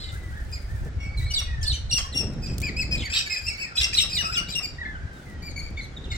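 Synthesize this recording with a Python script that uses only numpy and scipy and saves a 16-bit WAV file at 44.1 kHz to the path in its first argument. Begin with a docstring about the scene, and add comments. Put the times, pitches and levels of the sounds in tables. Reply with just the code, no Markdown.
"""Galahs chatter in a garden: their screeches are chains of short notes that jump between tone and rasp.
Each note is a stack of gliding harmonics, roughened by jitter, beating and hiss; creaks are ringing pulses.
Some birds whine softly in bending, nearly pure notes, and faint chirps come from a flock farther off.
Filtered noise makes the rumble and thumps of wind, lumpy buffets of air (probably from the wings of a bird
flying over), dry snaps, soft rustles of beating wings and the steady background.
"""
import sys
import numpy as np
from scipy import signal
from scipy.fft import rfft, irfft
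from scipy.io import wavfile
from scipy.ndimage import uniform_filter1d

SR = 44100
rng = np.random.default_rng(int(sys.argv[2]) if len(sys.argv) > 2 else 0)


def wav_record(signal):
    """Record a signal, one row per channel, as 16-bit PCM in the file named by sys.argv[1]."""
    frames = np.transpose(np.atleast_2d(signal))
    bounded = np.clip(frames, -1, 1)
    # unit amplitude maps onto the largest positive 16-bit level
    quanta = np.round(bounded * 32767).astype(np.int16)
    wavfile.write(sys.argv[1], SR, quanta)


N = 272084
TIME = np.arange(N) / SR
EDGE_S = 0.008   # a note's attack and release
# where birds are heard: (left minus right in dB, lag of the right ear in ms)
LOW_PLACE, HELD_PLACE, HIGH_PLACE = (1.5, 0.4), (2.7, 0.28), (-2, 0.28)


def from_db(db):
    """Decibels to gain."""
    return 10 ** (np.asarray(db) / 20)


def rms_one(x):
    """Scale to unit power."""
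    return x / np.sqrt(np.mean(x ** 2) + 1e-20)


def at_hz(points, hz):
    """Read a spectrum on a log-frequency axis."""
    f, value = np.transpose(points)
    return np.interp(np.log(hz), np.log(f), value)


def wobble(size, rate_hz):
    """Smooth random motion of unit power: noise through two equal one-pole low-passes."""
    r = np.exp(-2 * np.pi * rate_hz / SR)
    slow = signal.lfilter([1], [1, -2 * r, r * r], rng.standard_normal(size + 4000))
    return rms_one(slow)[-size:]


def coloured(spectrum, alike):
    """Stereo noise with a given spectrum and left-right likeness; rms 1."""
    hz = np.maximum(np.fft.rfftfreq(N, 1 / SR), 1)
    low_skirt = np.minimum(1, hz / spectrum[0][0]) ** 2
    high_skirt = np.minimum(1, spectrum[-1][0] / hz) ** 2
    port = hz ** 2 / np.hypot(hz ** 2, 29 ** 2)   # the microphone loses the deepest bass
    shape = from_db(at_hz(spectrum, hz)) * low_skirt * high_skirt * port
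    mid, side = irfft(rfft(rng.standard_normal((2, N))) * shape, N)
    alike = np.clip(alike, -1, 1)
    return rms_one(np.sqrt(1 + alike) * mid + np.sqrt(1 - alike) * side * [[1], [-1]])


def resonance(x, hz, width_hz):
    """Two-pole resonance with gain near 1 at its peak."""
    r = np.exp(-np.pi * width_hz / SR)
    feedback = [1, -2 * r * np.cos(2 * np.pi * hz / SR), r * r]
    return signal.lfilter(np.array([1, 0, -1]) * (1 - r * r) / 2, feedback, x)


def ring(x, modes):
    """Sum of parallel resonances, each passed twice for steeper sides; rms 1."""
    return rms_one(sum(from_db(db) * resonance(resonance(x, hz, width), hz, width)
                       for hz, width, db in modes))


def fade(t, length, edge):
    """A gate from 0 to length with soft edges centred on both ends."""
    return np.sin(np.pi / 2 * np.clip(np.minimum(t, length - t) / edge + 0.5, 0, 1)) ** 2


def add(out, sound, start, pan_db, lag_ms):
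    """Place a bird's sound by level and arrival time: pan_db is left minus right, lag_ms delays the right."""
    at = np.arange(len(sound))
    for ear, (sign, delay) in enumerate([(1, 0), (-1, lag_ms * SR / 1000)]):
        where = at + int(round(start * SR)) + int(round(delay))
        inside = (where >= 0) & (where < N)
        out[ear, where[inside]] += sound[inside] * np.sqrt(2 / (1 + from_db(-sign * pan_db) ** 2))


def perch(place, pan_spread_db=2.5, lag_spread_ms=0.09):
    """Each note sits randomly a little to one side of its place."""
    return np.array(place) + rng.standard_normal(2) * [pan_spread_db, lag_spread_ms]


# Screeches: a squeal breaks into a held low note and ends in a creak.
# Each row: time of the break in seconds, squeal length in seconds, squeal mean pitch in Hz, squeal level in
# dB before trim, held length in seconds, held pitch in Hz, held level in dB before trim, brightness in dB,
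# rasp of the held note 0-1, creak level in dB before trim.
SCREECH_NOTES = [(1.386, .038, 3810, -25.5, 0.021, 2950, -31, 0, 0.02, -45.5),
                 (1.723, 0.058, 4177, -27.5, 0.052, 3087, -38, -4, 0.58, -67),
                 (1.912, 0.014, 3990, -33.5, 0.073, 2874, -31, 5, 0.25, -40.5),
                 (2.146, 0.02, 3920, -35.5, 0.071, 2800, -35, 6, 0.28, -51),
                 (3.809, 0.031, 3790, -25, 0.054, 2790, -27.5, -0.5, 0.72, -47.5),
                 (4.004, .034, 3823, -20.5, 0.035, 2780, -30, 5.5, 0.36, -44.5),
                 (4.182, 0.029, 4100, -24, .040, 2940, -28.5, -5, 0.14, -43.5),
                 (4.366, 0.02, 3640, -34.5, .038, 2940, -27.5, -7, .15, -47.5),
                 (4.552, 0.028, 3740, -33, 0.045, 2840, -29, -1, 0.21, -46.5)]


def screeches(squeal_fall=0.1675, squeal_rasp=0.32, held_fall=0.0406):
    """A high squeal breaks at once into a held lower note; falls are shares of the pitch."""
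    out = np.zeros((2, N))
    for row in SCREECH_NOTES:
        break_s, squeal_s, squeal_hz, squeal_db, held_s, held_hz, held_db, bright_db, rasp, _ = row
        squeal = high_note(squeal_s, squeal_hz, squeal_fall, squeal_db, squeal_rasp)
        held = low_note(held_s, held_hz, held_fall, held_db, bright_db, rasp)
        add(out, squeal, break_s - squeal_s - EDGE_S, *perch(HIGH_PLACE))
        add(out, held, break_s - EDGE_S, *perch(HELD_PLACE))
    return out


# Chirps in the low voice. Each row: start in seconds, length in seconds, pitch in Hz, closing fall as a
# share of the pitch, level in dB before trim, brightness in dB, rasp 0-1.
LOW_CHIRPS = [(0.524, 0.036, 2432, -0.014, -47, 8, 0.3), (0.555, 0.028, 2350, 0.13, -45, -6, 0.25),
              (1.002, 0.081, 2790, 0.036, -51.5, -2.5, 0.44), (1.209, 0.062, 2010, 0.069, -49, -3, 0.4),
              (1.305, 0.022, 2950, -0.023, -37.5, -1, 0.45), (1.443, 0.13, 2470, -0.078, -55, -9, 0.23),
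              (1.611, .028, 3150, -0.036, -49, 1, .4), (1.979, 0.0151, 2740, 0.049, -36, 5, 1),
              (1.988, 0.025, 3254, 0.013, -30, -8, 0.28), (2.421, 0.05, 2517, 0.073, -49.5, 7.5, 0.37),
              (2.469, 0.08, 2645, 0.14, -49.5, 3, 0.58), (2.622, 0.076, 2504, 0.18, -32, -7.5, 0.38),
              (2.765, .07, 2663, 0.21, -30, -3, 0.19), (2.911, 0.053, 2630, .14, -30, -3.5, 0.36),
              (3.037, .042, 2355, 0.13, -36.5, -4.5, 0.15), (3.099, 0.064, 2576, 0.099, -33.5, -3.5, 0.6),
              (3.147, 0.071, 2577, -0.017, -32.5, -0.5, 0.69),
              (3.179, 0.038, 2830, 0.011, -41.5, 5.5, 0.24), (3.261, 0.025, 2324, 0.014, -35, -3, 0.3),
              (3.298, 0.057, 2550, 0.038, -34.5, 2, 0.24), (3.299, 0.059, 2180, 0.08, -38.5, -4.5, 0.3),
              (3.348, 0.049, 2530, .03, -34, -2, 0.43), (3.417, 0.07, 2524, 0.19, -46.5, 6, 0.25),
              (3.463, 0.045, 2796, 0.13, -33, 1, 0.22), (3.5, 0.072, 2314, 0.098, -39, -8, 0.25),
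              (3.581, 0.063, 2290, 0.025, -36.5, -5.5, 0.31), (3.6, 0.057, 2665, 0.093, -35, -2.5, 0.08),
              (3.755, 0.06, 2578, 0.059, -37, 5.5, 0.48), (3.929, 0.028, 2704, 0.1, -31.5, 0.5, 0.7),
              (3.977, 0.032, 3090, 0.0994, -24.5, -8.5, 0.69), (4.096, 0.081, 2506, 0.068, -39.5, 6, 0.38),
              (4.223, 0.058, 2520, 0, -41.5, 5, 0.33), (4.245, 0.078, 2668, 0.053, -43.5, 6.5, .25),
              (4.324, 0.068, 2647, 0.19, -35.5, 3, 0.42), (4.484, 0.052, 2420, 0.049, -46, 7, 0.7),
              (4.627, 0.034, 2470, 0.047, -39, 6.5, 0.08), (5.422, 0.1, 2398, 0.12, -44.5, -0.5, 0.23),
              (5.562, .047, 2290, 0.037, -37.5, -1.5, 0.1), (5.612, 0.072, 2350, 0.042, -45, -4, 0.27),
              (5.773, 0.035, 2290, 0.076, -34.5, -14, 0.14), (5.808, 0.053, 2195, 0.2, -53.5, 6, 0.26),
              (6.114, .024, 2236, 0.061, -37, -4, 0.62), (6.142, 0.064, 2113, -0.023, -38.5, -7, 0.6)]
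# Squeaks in the high voice. Each row: start in seconds, length in seconds, mean pitch in Hz, fall as
# a share of the pitch, level in dB before trim, rasp 0-1.
HIGH_SQUEAKS = [(0, 0.11, 3920, 0.096, -43, 0.73), (1.173, 0.026, 4040, 0.047, -38, 0.14),
                (1.222, 0.093, 4100, -0.14, -47, 0.36), (1.318, 0.013, 4660, -0.071, -38, 0.7),
                (1.337, 0.016, 4600, 0.15, -27.5, 0.52), (1.629, .023, 4870, 0.055, -35, .9),
                (1.655, 0.024, 3500, -0.062, -35.5, 0.7), (1.922, 0.026, 4200, 0.33, -30.5, 0.43),
                (2.17, 0.02, 3800, 0.26, -39, 0.8), (2.974, .064, 3420, 0.29, -38.5, 0.76),
                (3.132, 0.0685, 3740, -0.039, -27, 0.93), (3.202, 0.0174, 3820, 0.107, -46, .2),
                (3.769, 0.013, 3370, -0.14, -28.5, 0.95), (3.813, 0.014, 3714, 0.035, -25, 0.75),
                (3.951, 0.029, 4280, -0.17, -24.5, 0.61), (4.131, 0.0082, 4650, -0.12, -29.5, 0.3),
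                (4.473, 0.037, 3550, 0.22, -46, .3), (5.768, 0.028, 3630, 0.012, -50.5, 0.3),
                (5.966, 0.016, 3700, 0.09, -43.5, 0.1), (6.04, 0.022, 3480, 0.28, -46, 0.34),
                (6.103, 0.025, 3760, 0.028, -40, 0.3)]


def chatter():
    """Further chirps and squeaks, some alone, some as broken pieces of a screech."""
    out = np.zeros((2, N))
    for start, *note in LOW_CHIRPS:
        add(out, low_note(*note), start - EDGE_S, *perch(LOW_PLACE))
    for start, *note in HIGH_SQUEAKS:
        add(out, high_note(*note), start - EDGE_S, *perch(HIGH_PLACE))
    return out


# The low voice's harmonics. Entries: levels in dB of harmonics 1, 2, 3 and of all higher ones.
LOW_HARMONICS = [0.5, 1, -9, -20.5]


def low_note(length, hz, fall, db, bright_db, rasp, lateness=3.03, crest_db=3.0, scoop=0.712, scoop_s=0.0097):
    """The low voice, rich in harmonics: it scoops into pitch, is loudest mid-note and bends late."""
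    t = np.arange(-EDGE_S, length + EDGE_S, 1 / SR)
    held = np.clip(t, 0, length)
    # the scoop is a share of the closing fall, so a negative fall turns both around
    bend = scoop * np.exp(-held / scoop_s) + (held / length) ** lateness
    effort = rms_one(from_db(crest_db * np.sin(np.pi * held / length)))
    brighten = bright_db * (np.arange(len(LOW_HARMONICS)) > 0)   # lifts all but the fundamental
    return effort * syrinx(t, length, hz * (1 - fall * bend), db + np.array(LOW_HARMONICS) + brighten, rasp)


# The high voice's harmonics. Entries: levels in dB of harmonics 1, 2, 3 and of all higher ones.
HIGH_HARMONICS = [2, -14, -32.5, -34]


def high_note(length, hz, fall, db, rasp, lateness=1.48):
    """The high voice, mostly fundamental: it slides through its mean pitch, down if the fall is positive."""
    t = np.arange(-EDGE_S, length + EDGE_S, 1 / SR)
    slide = np.clip(t / length, 0, 1) ** lateness
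    return syrinx(t, length, hz * (1 - fall * (slide - slide.mean())), db + np.array(HIGH_HARMONICS), rasp)


# Colour of harmonics 4 to 6. Each row: frequency in Hz, level in dB.
UPPER_COLOUR = [(8500, 3.5), (10300, -6.5), (11500, 1), (13000, -8), (14300, 2), (16000, -19)]
# Throat resonances that colour the hiss. Each row: frequency in Hz, width of each pass in Hz, level in dB.
THROAT_MODES = [(1320, 690, 0), (2510, 1200, 2), (3590, 170, 4.5), (5220, 370, 11), (7550, 380, 15.5),
                (14100, 3500, -11)]


def syrinx(t, length, glide, harmonics_db, rasp, jitter=0.026, jitter_hz=420, lurch=0.038, lurch_hz=70,
           flutter_db=2.5, flutter_hz=170, swell_db=3.5, swell_hz=46, plunge=0.11, plunge_s=0.0034,
           beat=1.23, beat_hz=700, beat_wander=0.117, beat_wander_hz=57.5, hiss_db=-6, grit_power=1.7):
    """The syrinx glides through one note; rasp shakes its pitch and strength and adds noise in the throat."""
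    size, rasp = len(t), np.clip(rasp, 0, 1)
    grit = rasp ** grit_power   # beating and hiss set in only when the voice is pushed hard
    # the membranes slacken as a note stops, so its pitch plunges
    glide = glide * (1 - plunge / (1 + np.exp(np.clip((length - t) / plunge_s, -20, 20))))
    # fast jitter roughens the tone, slower lurches make its sweep jagged
    unsteady = jitter * wobble(size, jitter_hz) + lurch * wobble(size, lurch_hz)
    phase = 2 * np.pi * np.cumsum(glide * (1 + rasp * unsteady)) / SR
    *lower_db, top_db = harmonics_db
    levels = lower_db + [top_db + at_hz(UPPER_COLOUR, k * glide) for k in range(4, 7)]
    tone = 0
    for k, db in enumerate(levels, 1):
        # each harmonic swells and fades at random, on its own
        swell = rms_one(from_db(swell_db * wobble(size, swell_hz)))
        below_limit = k * glide < SR / 2
        tone = tone + np.sqrt(2) * from_db(db) * swell * np.sin(k * phase) * below_limit
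    hiss = ring(rng.standard_normal(size), THROAT_MODES)
    # in a rasp the two membranes beat against each other, which splits each harmonic into strands
    beat_rate = beat_hz * (1 + beat_wander * wobble(size, beat_wander_hz))
    beating = np.sin(2 * np.pi * np.cumsum(beat_rate) / SR)
    tone = tone * rms_one(1 + beat * grit * beating)
    voice = tone + hiss * np.std(tone) * grit * from_db(hiss_db)
    # air pressure flutters in a rasp
    flutter = rms_one(from_db(flutter_db * np.sqrt(rasp) * wobble(size, flutter_hz)))
    return voice * flutter * fade(t, length, EDGE_S)


# The creak's resonances. Each row: frequency in Hz, width of each pass in Hz, level in dB.
CREAK_RESONANCES = [(680, 360, -5.5), (1230, 360, 0), (1910, 770, -3)]


def creaks(trim_db=3.0, length=0.028, pulses_per_s=550, uneven_db=2.39, uneven_hz=252, early_s=0.00295,
           pan_db=3.0, lag_ms=0.088):
    """As a screech gives out, the syrinx flaps in slow, uneven pulses that ring low in the throat."""
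    out, t = np.zeros((2, N)), TIME[:int(2 * length * SR)]
    for break_s, _, _, _, held_s, *_, db in SCREECH_NOTES:
        start = break_s + held_s - early_s
        cycles = np.cumsum(pulses_per_s * from_db(uneven_db * wobble(len(t), uneven_hz))) / SR
        pulses = np.diff(np.floor(cycles), prepend=0)   # one click per completed cycle
        gate = fade(t - length / 4, length, length / 2)
        creak = from_db(db + trim_db) * ring(pulses, CREAK_RESONANCES) * gate
        add(out, creak, start - length / 4, pan_db, lag_ms)
    return out


# Soft whines, each one arc. Each row: start in seconds, length in seconds, pitch in Hz at the start,
# middle and end, level in dB before trim.
WHINE_ARCS = [(0, 0.48, 2060, 1992, 1696, -50.5), (.12, 0.053, 1300, 1515, 1730, -44.5),
              (.31, 0.11, 1327, 1720, 1355, -45), (.68, 0.14, 1645, 1825, 1320, -49.5),
              (.82, 0.081, 1373, 1790, 1500, -50.5), (.98, .48, 2198, 2262, 2164, -42),
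              (1.47, 0.22, 1950, 1806, 1733, -42), (2.015, 0.045, 1210, 1110, 1070, -42),
              (2.04, 0.14, 1730, 1880, 2130, -50), (3.02, 0.097, 2170, 1903, 1410, -41),
              (3.125, 0.1, 1400, 1770, 1320, -44), (3.23, 0.21, 1540, 1780, 1540, -45.5),
              (3.64, 0.092, 1915, 1795, 1200, -44), (3.75, 0.16, 1256, 1662, 1268, -44.5),
              (4.18, 0.04, 1973, 1905, 1430, -34.5), (4.235, 0.087, 1398, 1300, 1596, -32.5),
              (4.335, 0.11, 1655, 1352, 1644, -37), (4.782, 0.067, 1826, 1933, 1468, -33.5),
              (4.85, 0.035, 2096, 2065, 2010, -37), (4.85, 0.13, 1740, 1693, 1370, -37),
              (4.99, .23, 1590, 1590, 1437, -49), (5.26, 0.19, 2080, 1900, 1930, -49.5)]


def whines(trim_db=-1.5, second_db=-19, half_db=-22, jitter=0.0072, jitter_hz=196,
           waver_db=3.5, waver_hz=39, edge_share=0.075, lag_ms=0.41):
    """Soft, nearly pure notes that bend slowly in pitch along a parabola."""
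    out = np.zeros((2, N))
    for start, length, *pitches, db in WHINE_ARCS:
        t = np.arange(0, length, 1 / SR)
        arc = np.polyval(np.polyfit([0, length / 2, length], pitches, 2), t)
        phase = 2 * np.pi * np.cumsum(arc * (1 + jitter * wobble(len(t), jitter_hz))) / SR
        strength = from_db(db + trim_db) * rms_one(from_db(waver_db * wobble(len(t), waver_hz)))
        gate = np.clip(np.minimum(t, length - t) / (edge_share * length), 0, 1)
        # strong and weak cycles alternate, which adds a faint line an octave below
        tone = np.sin(phase) + from_db(second_db) * np.sin(2 * phase) + from_db(half_db) * np.sin(phase / 2)
        add(out, np.sqrt(2) * strength * gate * tone, start, 0, lag_ms)
    return out


def far_flock(per_s=14, quietest_db=-62, range_db=4, low_hz=1500, high_hz=4200, arch=0.077, second_db=-10,
              max_lag_ms=0.54):
    """Birds farther off call at random: faint two-harmonic chirps that arch and fall."""
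    out = np.zeros((2, N))
    for when, pitch, duration, loudness, place in rng.random((int(per_s * N / SR), 5)):
        length = 0.039 + 0.055 * duration
        t = TIME[:int(length * SR)]
        crest_hz = low_hz * (high_hz / low_hz) ** pitch
        glide = crest_hz * (1 - arch * (3 * t / length - 1) ** 2 / 2)   # crest a third of the way in
        phase = 2 * np.pi * np.cumsum(glide) / SR
        call = (np.sin(phase) + from_db(second_db) * np.sin(2 * phase)) * np.sin(np.pi * t / length)
        add(out, from_db(quietest_db + range_db * loudness) * call, when * N / SR, 0, max_lag_ms * place)
    return out


# Reflections off ground, fence and house. Each row: left delay in seconds, right delay in seconds,
# level in dB.
REFLECTIONS = [(0.0046, 0.0051, -15), (0.021, 0.0195, -19), (0.033, 0.035, -19), (0.049, 0.047, -19)]


def garden(x, tail_db=-7.5, t60=0.44, treble_t60=0.18, split_hz=6500, build_up=0.0011):
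    """A few distinct reflections, then a thin tail scattered by trees and walls; its treble dies first."""
    t = TIME[:SR]
    white = rng.standard_normal((2, SR))
    low = signal.sosfilt(signal.butter(2, split_hz, fs=SR, output="sos"), white)
    high = signal.sosfilt(signal.butter(2, split_hz, "high", fs=SR, output="sos"), white)
    # the minus sign keeps the two bands from cancelling at the split
    decaying = low * from_db(-60 * t / t60) - high * from_db(-60 * t / treble_t60)
    tail = decaying * (1 - np.exp(-t / build_up))
    response = from_db(tail_db) * tail / np.sqrt(np.sum(tail ** 2) / 2)
    for left, right, db in REFLECTIONS:
        response[[0, 1], [int(left * SR), int(right * SR)]] += from_db(db)
    return signal.fftconvolve(x, response, axes=1)[:, :N]


# Dry snaps. Each row: start in seconds, onset level in dB.
DRY_SNAPS = [(0.517, -46), (0.761, -52), (0.849, -52), (2.336, -50), (2.582, -26), (2.602, -32),
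             (2.607, -37), (2.617, -27), (3.575, -43), (5.299, -52), (5.705, -52)]
# Soft rustles of beating wings. Each row: start in seconds, length in seconds, level in dB before flicker.
WING_RUSTLES = [(0.118, 0.064, -52), (0.18, 0.71, -59), (1.171, 0.081, -50), (2.003, 0.07, -55),
                (5.128, 0.217, -61.5), (5.666, 0.076, -76)]
# Colour of snaps and rustles. Each row: frequency in Hz, relative level in dB per Hz.
SNAP_RUSTLE_COLOUR = [(1500, -21), (3500, -4.5), (6500, -3), (9000, -0.5), (12000, -12), (16000, -4)]


def snaps_and_rustles(snap_t60=0.018, flicker_db=1.5, flicker_hz=41):
    """Dry, bright noise snaps that die within milliseconds, and soft, flickering rustles of beating wings."""
    snaps = sum(from_db(db - 60 * np.clip(TIME - start, 0, 1) / snap_t60) * (TIME >= start)
                for start, db in DRY_SNAPS)
    rustles = sum(from_db(db) * fade(TIME - start, length, 0.015) for start, length, db in WING_RUSTLES)
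    flicker = from_db(flicker_db * wobble(N, flicker_hz))
    return (snaps + rustles * flicker) * coloured(SNAP_RUSTLE_COLOUR, alike=0.087)


# A higher-pitched, lumpy buffet of air. Each row: time in seconds, level in dB before trim.
BUFFET_CURVE = [(0, -49.5), (.76, -50.5), (.84, -37.5), (.95, -48.5), (1.6, -56), (2.11, -51), (2.159, -34),
                (2.33, -38), (2.898, -39), (3.02, -34), (3.062, -51), (3.4, -55), (4.2, -45), (5.1, -50),
                (5.4, -45.5), (6.17, -45)]
# Colour of the buffet. Each row: frequency in Hz, relative level in dB per Hz.
BUFFET_COLOUR = [(70, -42), (130, 9.5), (230, 2), (380, -5), (600, -12.5), (900, -22), (1600, -31.5)]


def air_buffets(trim_db=2.5, lumpy_db=3.0, lumpy_hz=34):
    """Lumpy buffets of air, probably from the wings of a bird flying over: low noise that swells at random."""
    lumps = rms_one(from_db(lumpy_db * wobble(N, lumpy_hz)))
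    level_db = np.interp(TIME, *np.transpose(BUFFET_CURVE)) + trim_db
    return coloured(BUFFET_COLOUR, alike=0.91) * lumps * from_db(level_db)


# Slow rumble of the wind. Each row: time in seconds, level in dB before thumps and eddies.
RUMBLE_CURVE = [(0, -34), (.62, -34), (.78, -28.5), (1.0, -32), (1.8, -29.5), (2.05, -33.5), (3.02, -29),
                (3.3, -48), (3.74, -47), (3.9, -38.5), (4.25, -37), (4.7, -41.5), (5.05, -36.5),
                (5.23, -50), (5.32, -40), (5.75, -34.5), (5.98, -41), (6.17, -28.5)]
# Colour of the rumble. Each row: frequency in Hz, relative level in dB per Hz.
RUMBLE_COLOUR = [(12, -57), (20, 5), (43, -1), (63, 3.5), (105, -3.5), (214, -30), (400, -38.5), (520, -91),
                 (880, -120)]
# Single thumps on top of the rumble. Each row: centre in seconds, length in seconds, rise in dB.
WIND_THUMPS = [(0.23, 0.023, -1), (0.319, 0.025, 11), (0.75, 0.083, 4), (1.223, 0.12, 6),
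               (1.652, 0.053, 3.5), (1.94, 0.033, 3), (3.473, 0.085, 12), (3.811, 0.038, 16),
               (5.054, 0.029, 7.5)]


def wind(eddy_db=2.5, eddy_hz=14):
    """Slow eddies of wind rumble on the microphone and now and then thump."""
    rumble = coloured(RUMBLE_COLOUR, alike=0.88)
    # level out the noise's own swells, so that the curve sets the loudness
    rumble = rumble / np.sqrt(uniform_filter1d(np.mean(rumble ** 2, axis=0), size=3500))
    level_db = np.interp(TIME, *np.transpose(RUMBLE_CURVE))
    thumps_db = sum(db * np.exp(-(2 * (TIME - centre) / length) ** 2) for centre, length, db in WIND_THUMPS)
    return rumble * from_db(level_db + thumps_db + eddy_db * wobble(N, eddy_hz))


# Colour of the steady background. Each row: frequency in Hz, relative level in dB per Hz.
AIR_COLOUR = [(240, -35), (400, 6.5), (419, -28), (460, 2.5), (826, 0.5), (1030, -5.5), (1400, 0.5),
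              (1960, -1.5), (2750, -9.5), (3640, -12), (4950, -12), (7400, -18), (16000, -44.5)]


def background(level_db=-50.5):
    """The garden's steady background: wide, coloured noise at a constant level."""
    return from_db(level_db) * coloured(AIR_COLOUR, alike=0.13)


def scene(voices_trim_db=-0.5):
    """Birds with their garden reflections, then snaps, rustles, buffets, wind and background."""
    voices = from_db(voices_trim_db) * (screeches() + chatter())
    birds = voices + creaks() + whines() + far_flock()
    return birds + garden(birds) + snaps_and_rustles() + air_buffets() + wind() + background()


def record(dry, cutoff_hz=15900):
    """The top is cut steeply by an elliptic low-pass."""
    return signal.sosfilt(signal.ellip(10, 0.2, 80, cutoff_hz, fs=SR, output="sos"), dry)


dry = scene()
out = record(dry)
wav_record(out)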